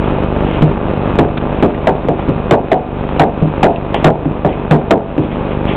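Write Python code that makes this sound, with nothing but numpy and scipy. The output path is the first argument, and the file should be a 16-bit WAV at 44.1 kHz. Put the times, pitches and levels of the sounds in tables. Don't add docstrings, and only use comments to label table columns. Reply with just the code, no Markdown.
import sys
import numpy as np
from scipy import signal
from scipy.fft import rfft, irfft, next_fast_len
from scipy.io import wavfile
from scipy.ndimage import map_coordinates

SR = 44100
rng = np.random.default_rng(int(sys.argv[2]) if len(sys.argv) > 2 else 0)


def attenuation_scalar(level_db):
    decades = np.asarray(level_db, float) / 20
    return 10 ** decades


def store_wav(level_fs):
    pcm = np.round(np.clip(np.atleast_2d(level_fs), -1, 1) * 32767)
    wavfile.write(sys.argv[1], SR, pcm.T.astype(np.int16))


N = 254016

# (time [s], blow level [dB], toe box pitch [Hz], floor thud level [dB], crack level [dB])
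TOE_BLOWS = [(.621, 1, 221, -2, -19), (1.188, 4, 404, -6.5, -15), (1.6254, 4.5, 325.3, -6.5, -18.5),
             (1.871, 4.5, 601.4, -11.5, -22.5), (2.051, -11, 240, -11, -35), (2.086, -2, 464, -4, -24.5),
             (2.285, -3, 231, -1.5, -25.5), (2.510, 10, 585, -10, -21), (2.717, 6, 639.5, -13.5, -27.5),
             (3.196, 6.5, 685.6, -12, -20), (3.4228, -6.5, 327.4, 0.5, -35.5), (3.63, 7.5, 743, -15.5, -25),
             (3.944, -11, 765, -20.5, -10), (4.044, 13.5, 625, -9, -19.5), (4.256, -3, 267.5, -3.5, -30),
             (4.448, 2, 578, -7, -35.5), (4.711, 7, 501.3, -4, -13.5), (4.908, 12, 594, -12.5, -25),
             (5.180, -3, 290, 1.5, -19.5)]
# (frequency [Hz], density [dB per Hz])
SATIN_SPECTRUM = [(600, -21), (1300, -7.5), (2000, 6.5), (2700, 5.5), (3400, 3.5), (4200, -30)]


def unit(x):
    return x / np.sqrt(np.mean(x ** 2) + 1e-20)


def along(points, hz):
    f, v = np.transpose(points)
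    return np.interp(np.log(hz + 1), np.log(f + 1), v)


def noise(spectrum, n):
    m = next_fast_len(n)
    white = rfft(rng.standard_normal(m))
    shape = attenuation_scalar(along(spectrum, np.fft.rfftfreq(m, 1 / SR)))
    return unit(irfft(white * shape, m)[:n])


def wobble(rate):
    knots = rng.standard_normal(int(N * rate / SR) + 4)
    return map_coordinates(knots, [np.arange(N) * rate / SR])


def add(track, s, sound):
    part = track[round(s * SR):][:len(sound)]
    part += sound[:len(part)]


def hiss():
    # (frequency [Hz], density [dB per Hz])
    hiss_spectrum = [(20, -17.5), (60, -5.5), (110, -9.5), (200, -14.5), (300, -5.5), (420, -10), (520, -5),
                     (700, -12), (880, -10), (1300, -18), (1930, -28), (2570, -23.5), (3440, -32.5),
                     (4300, -34.5)]
    t = np.arange(N) / SR
    high_whine = attenuation_scalar(-43.0) * np.sin(2 * np.pi * 2498 * t + 1.2 * wobble(2))
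    low_whine = attenuation_scalar(-37.5) * np.sin(2 * np.pi * 1182 * t + 1.4 * wobble(8))
    return attenuation_scalar(-21 + 0.94 * wobble(13)) * noise(hiss_spectrum, N) + high_whine + low_whine


def bump(width_ms):
    ms = np.arange(SR // 20) * 1000 / SR
    x = ms / (2 * width_ms)
    return (x * np.exp(1 - x)) ** 2


def spikes(times, sizes, width_ms, rebound):
    train = np.bincount(np.round(times * SR).astype(int), sizes, N + SR)[:N]
    pulse = bump(width_ms) - rebound * bump(1.12)
    return signal.fftconvolve(train, pulse)[:N]


def buzz():
    # (delay [ms], size [ratio], width [ms], rebound [share])
    switchings = [
        (.42, -.77, .36, .36),
        (18.1, .56, .33, .36),
        (23.1, .25, .33, .2),
        (29.55, -.3, .16, 0),
        (29.8, .2, .4, .45),
    ]
    buzz_hz = 24.5858
    t = np.arange(N) / SR
    starts = np.arange(int(N / SR * buzz_hz) + 1) / buzz_hz
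    steady = np.zeros(N)
    for ms, size, width_ms, rebound in switchings:
        sizes = size * attenuation_scalar(rng.normal(0, 1.5, len(starts)))
        steady += spikes(starts + ms / 1000, sizes, width_ms, rebound)
    ripple = attenuation_scalar(-22.5 - 0.2 * t) * np.cos(4 * np.pi * buzz_hz * (t - 0.006))
    when, side, chance = rng.random((520, 3)).T
    stray_sizes = np.sign(side - 0.4) * attenuation_scalar(-3 * np.log(chance + 0.05))
    stray = spikes(when * N / SR, stray_sizes, 0.19, 0.15)
    return attenuation_scalar(0.9) * (steady + ripple) + attenuation_scalar(-10) * stray


def satin_rub():
    # (start [s], swell [s], release [s], peak level [dB])
    strokes = [(.02, 0.018, 0.078, -35), (0.401, .14, 0.11, -31), (0.979, .16, .02, -41.5),
               (2.16, 0.055, 0.088, -34.5), (3.041, .14, 0.013, -34), (3.943, 0.0069, 0.096, -24.5),
               (4.475, 0.0099, 0.12, -29), (5.21, .03, .06, -32), (5.301, .02, 0.054, -29.5),
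               (5.48, 0.036, .05, -34), (5.66, 0.027, 0.11, -24.5)]
    range_db = 14.5
    out, u = np.zeros(N), np.arange(SR // 2) / SR
    for s, swell_s, release_s, peak_db in strokes:
        away = np.where(u < swell_s, 1 - u / swell_s, (u - swell_s) / release_s)
        fade = np.clip(u / 0.005, 0, 1) * (away <= 1)
        grain = attenuation_scalar(0.99 * wobble(130)[:len(u)])
        rub = unit(grain * noise(SATIN_SPECTRUM, len(u)))
        add(out, s, attenuation_scalar(peak_db - range_db * away) * fade * rub)
    return out


def sole_ticks():
    # (time [s], peak level [dB], centre frequency [Hz], decay by 60 dB [s])
    touches = [(.302, -17.5, 800, 0.034), (.871, -20, 1540, 0.032), (1.373, -8.5, 1510, .04),
               (1.376, -13, 2360, 0.036), (1.376, -13, 3620, 0.029), (1.413, -3, 826, 0.035),
               (1.601, -17, 1790, 0.032), (1.745, -12.5, 1910, 0.053), (2.193, -4, 820, 0.039),
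               (2.277, -21, 708, 0.079), (3.091, -6.5, 800, 0.04), (3.76, -10, 2690, 0.029),
               (3.9444, 7.5, 811, .035), (3.964, -5, 815, .05), (4.529, -15, 2520, 0.038),
               (5.101, -11, 1170, 0.037)]
    out, t = np.zeros(N), np.arange(SR // 4) / SR
    for s, db, hz, t60 in touches:
        band = [(hz / 2, -24), (hz, 0), (hz * 1.6, -14), (hz * 4, -26)]
        click = noise(band, len(t)) + 1.4 * np.sin(2 * np.pi * hz * t)
        add(out, s, attenuation_scalar(db - 10 - 60 * t / t60) * click)
    return out


def room_answer(n, box_hz):
    # (frequency [Hz], density [dB per Hz])
    body_spectrum = [(60, -19.5), (150, -4.5), (300, -4.5), (450, -2), (700, -5), (900, -4), (1200, -24),
                     (2000, -16.5), (4200, -45)]
    # (frequency [Hz], decay by 60 dB [s])
    room_decay = [(100, 0.25), (300, 0.32), (700, 0.31), (1200, 0.29), (2000, 0.14), (4000, 0.3)]
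    hz, t, z = signal.stft(noise(body_spectrum, n), SR, nperseg=256)
    dull = 1 / (1 + (hz / (1.81 * box_hz)) ** 3)
    decay = attenuation_scalar(-60 * t / along(room_decay, hz)[:, None])
    return signal.istft(z * dull[:, None] * decay, SR, nperseg=256)[1][:n]


def ring(modes, t, near_hz):
    out = np.zeros(len(t))
    for hz, level, t60 in modes:
        mode_db = level + rng.normal(0, 3.45) - 5 * np.log2(hz / near_hz) ** 2
        phase = 2 * np.pi * hz * (1 + rng.normal(0, 0.012)) * t + rng.normal(0, 1.15)
        out += attenuation_scalar(mode_db - 60 * t / t60) * np.sin(phase)
    return out


def knocks():
    # (frequency [Hz], level [dB], decay by 60 dB [s])
    board_modes = [(154.1, 4.5, 0.22), (229.6, -17.5, 0.75), (289.9, 1, 0.13), (317.7, -7.5, .35)]
    # (frequency [Hz], level [dB], decay by 60 dB [s])
    panel_modes = [(398, 0, .38), (447, -3, .4), (515, -5, .35), (580, -2, .35), (668, 0, .4),
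                   (695, -2, .4), (750, -1, .37), (795, -4, .35), (850, -9, .25)]
    # (frequency [Hz], density [dB per Hz])
    boom_spectrum = [(40, -28.5), (90, 4.5), (160, -0.5), (300, 6.5), (450, -10), (900, -46)]
    out, t = np.zeros(N), np.arange(SR // 2) / SR
    swell = 1 - np.exp(-t / 0.0013)
    sag = 2.25 * (1 - np.exp(-t / 0.002))
    for s, db, box_hz, thud_db, crack_db in TOE_BLOWS:
        box = attenuation_scalar(2.5 - 60 * t / 0.076) * np.sin(2 * np.pi * box_hz * t + sag)
        tail = attenuation_scalar(-2) * room_answer(len(t), box_hz) + attenuation_scalar(-12.5) * ring(panel_modes, t, box_hz)
        boom = attenuation_scalar(-6.5 - 60 * t / 0.33) * noise(boom_spectrum, len(t))
        thud = ring(board_modes, t, 210) + boom
        crack_decay = attenuation_scalar(-60 * t / 0.05) + attenuation_scalar(9.5 - 60 * t / 0.0014)
        crack = crack_decay * noise(SATIN_SPECTRUM, len(t))
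        floor = swell * (tail + attenuation_scalar(thud_db) * thud)
        add(out, s, attenuation_scalar(db) * (box + floor + attenuation_scalar(crack_db) * crack))
    return out


def scene():
    return (hiss() + buzz() + satin_rub() + sole_ticks() + knocks())[None]


def gain_control():
    threshold_db, knee_db, slope = 0.87, 5.5, 1.583
    duck_s, recover_s = 0.095, 0.2
    s, blow_db = np.transpose(TOE_BLOWS)[:2, :, None]
    age = np.maximum(np.arange(N) / SR - s, 0)
    dip_db = slope * knee_db * np.logaddexp(0, (blow_db - threshold_db) / knee_db)
    course = (1 - np.exp(-age / duck_s)) * np.exp(-age / recover_s)
    return attenuation_scalar(-np.sum(dip_db * course, axis=0))


def roll_off(x):
    return signal.sosfilt(signal.butter(12, 16400, fs=SR, output="sos"), x)


def record(dry):
    full_scale = 0.708
    high_pass = signal.butter(1, 22, "high", fs=SR, output="sos")
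    coupled = signal.sosfilt(high_pass, dry * gain_control())
    taps = signal.firwin(441 * 32 + 1, 1 / 441, window=("kaiser", 9))
    samples = signal.resample_poly(coupled, 80, 441, axis=1, window=taps)
    samples = np.clip(samples, -full_scale, full_scale)
    wide = signal.resample_poly(samples, 441, 80, axis=1, window=taps)[:, :N]
    return roll_off(np.clip(wide, -full_scale, full_scale))


dry = scene()
out = record(dry)
store_wav(out)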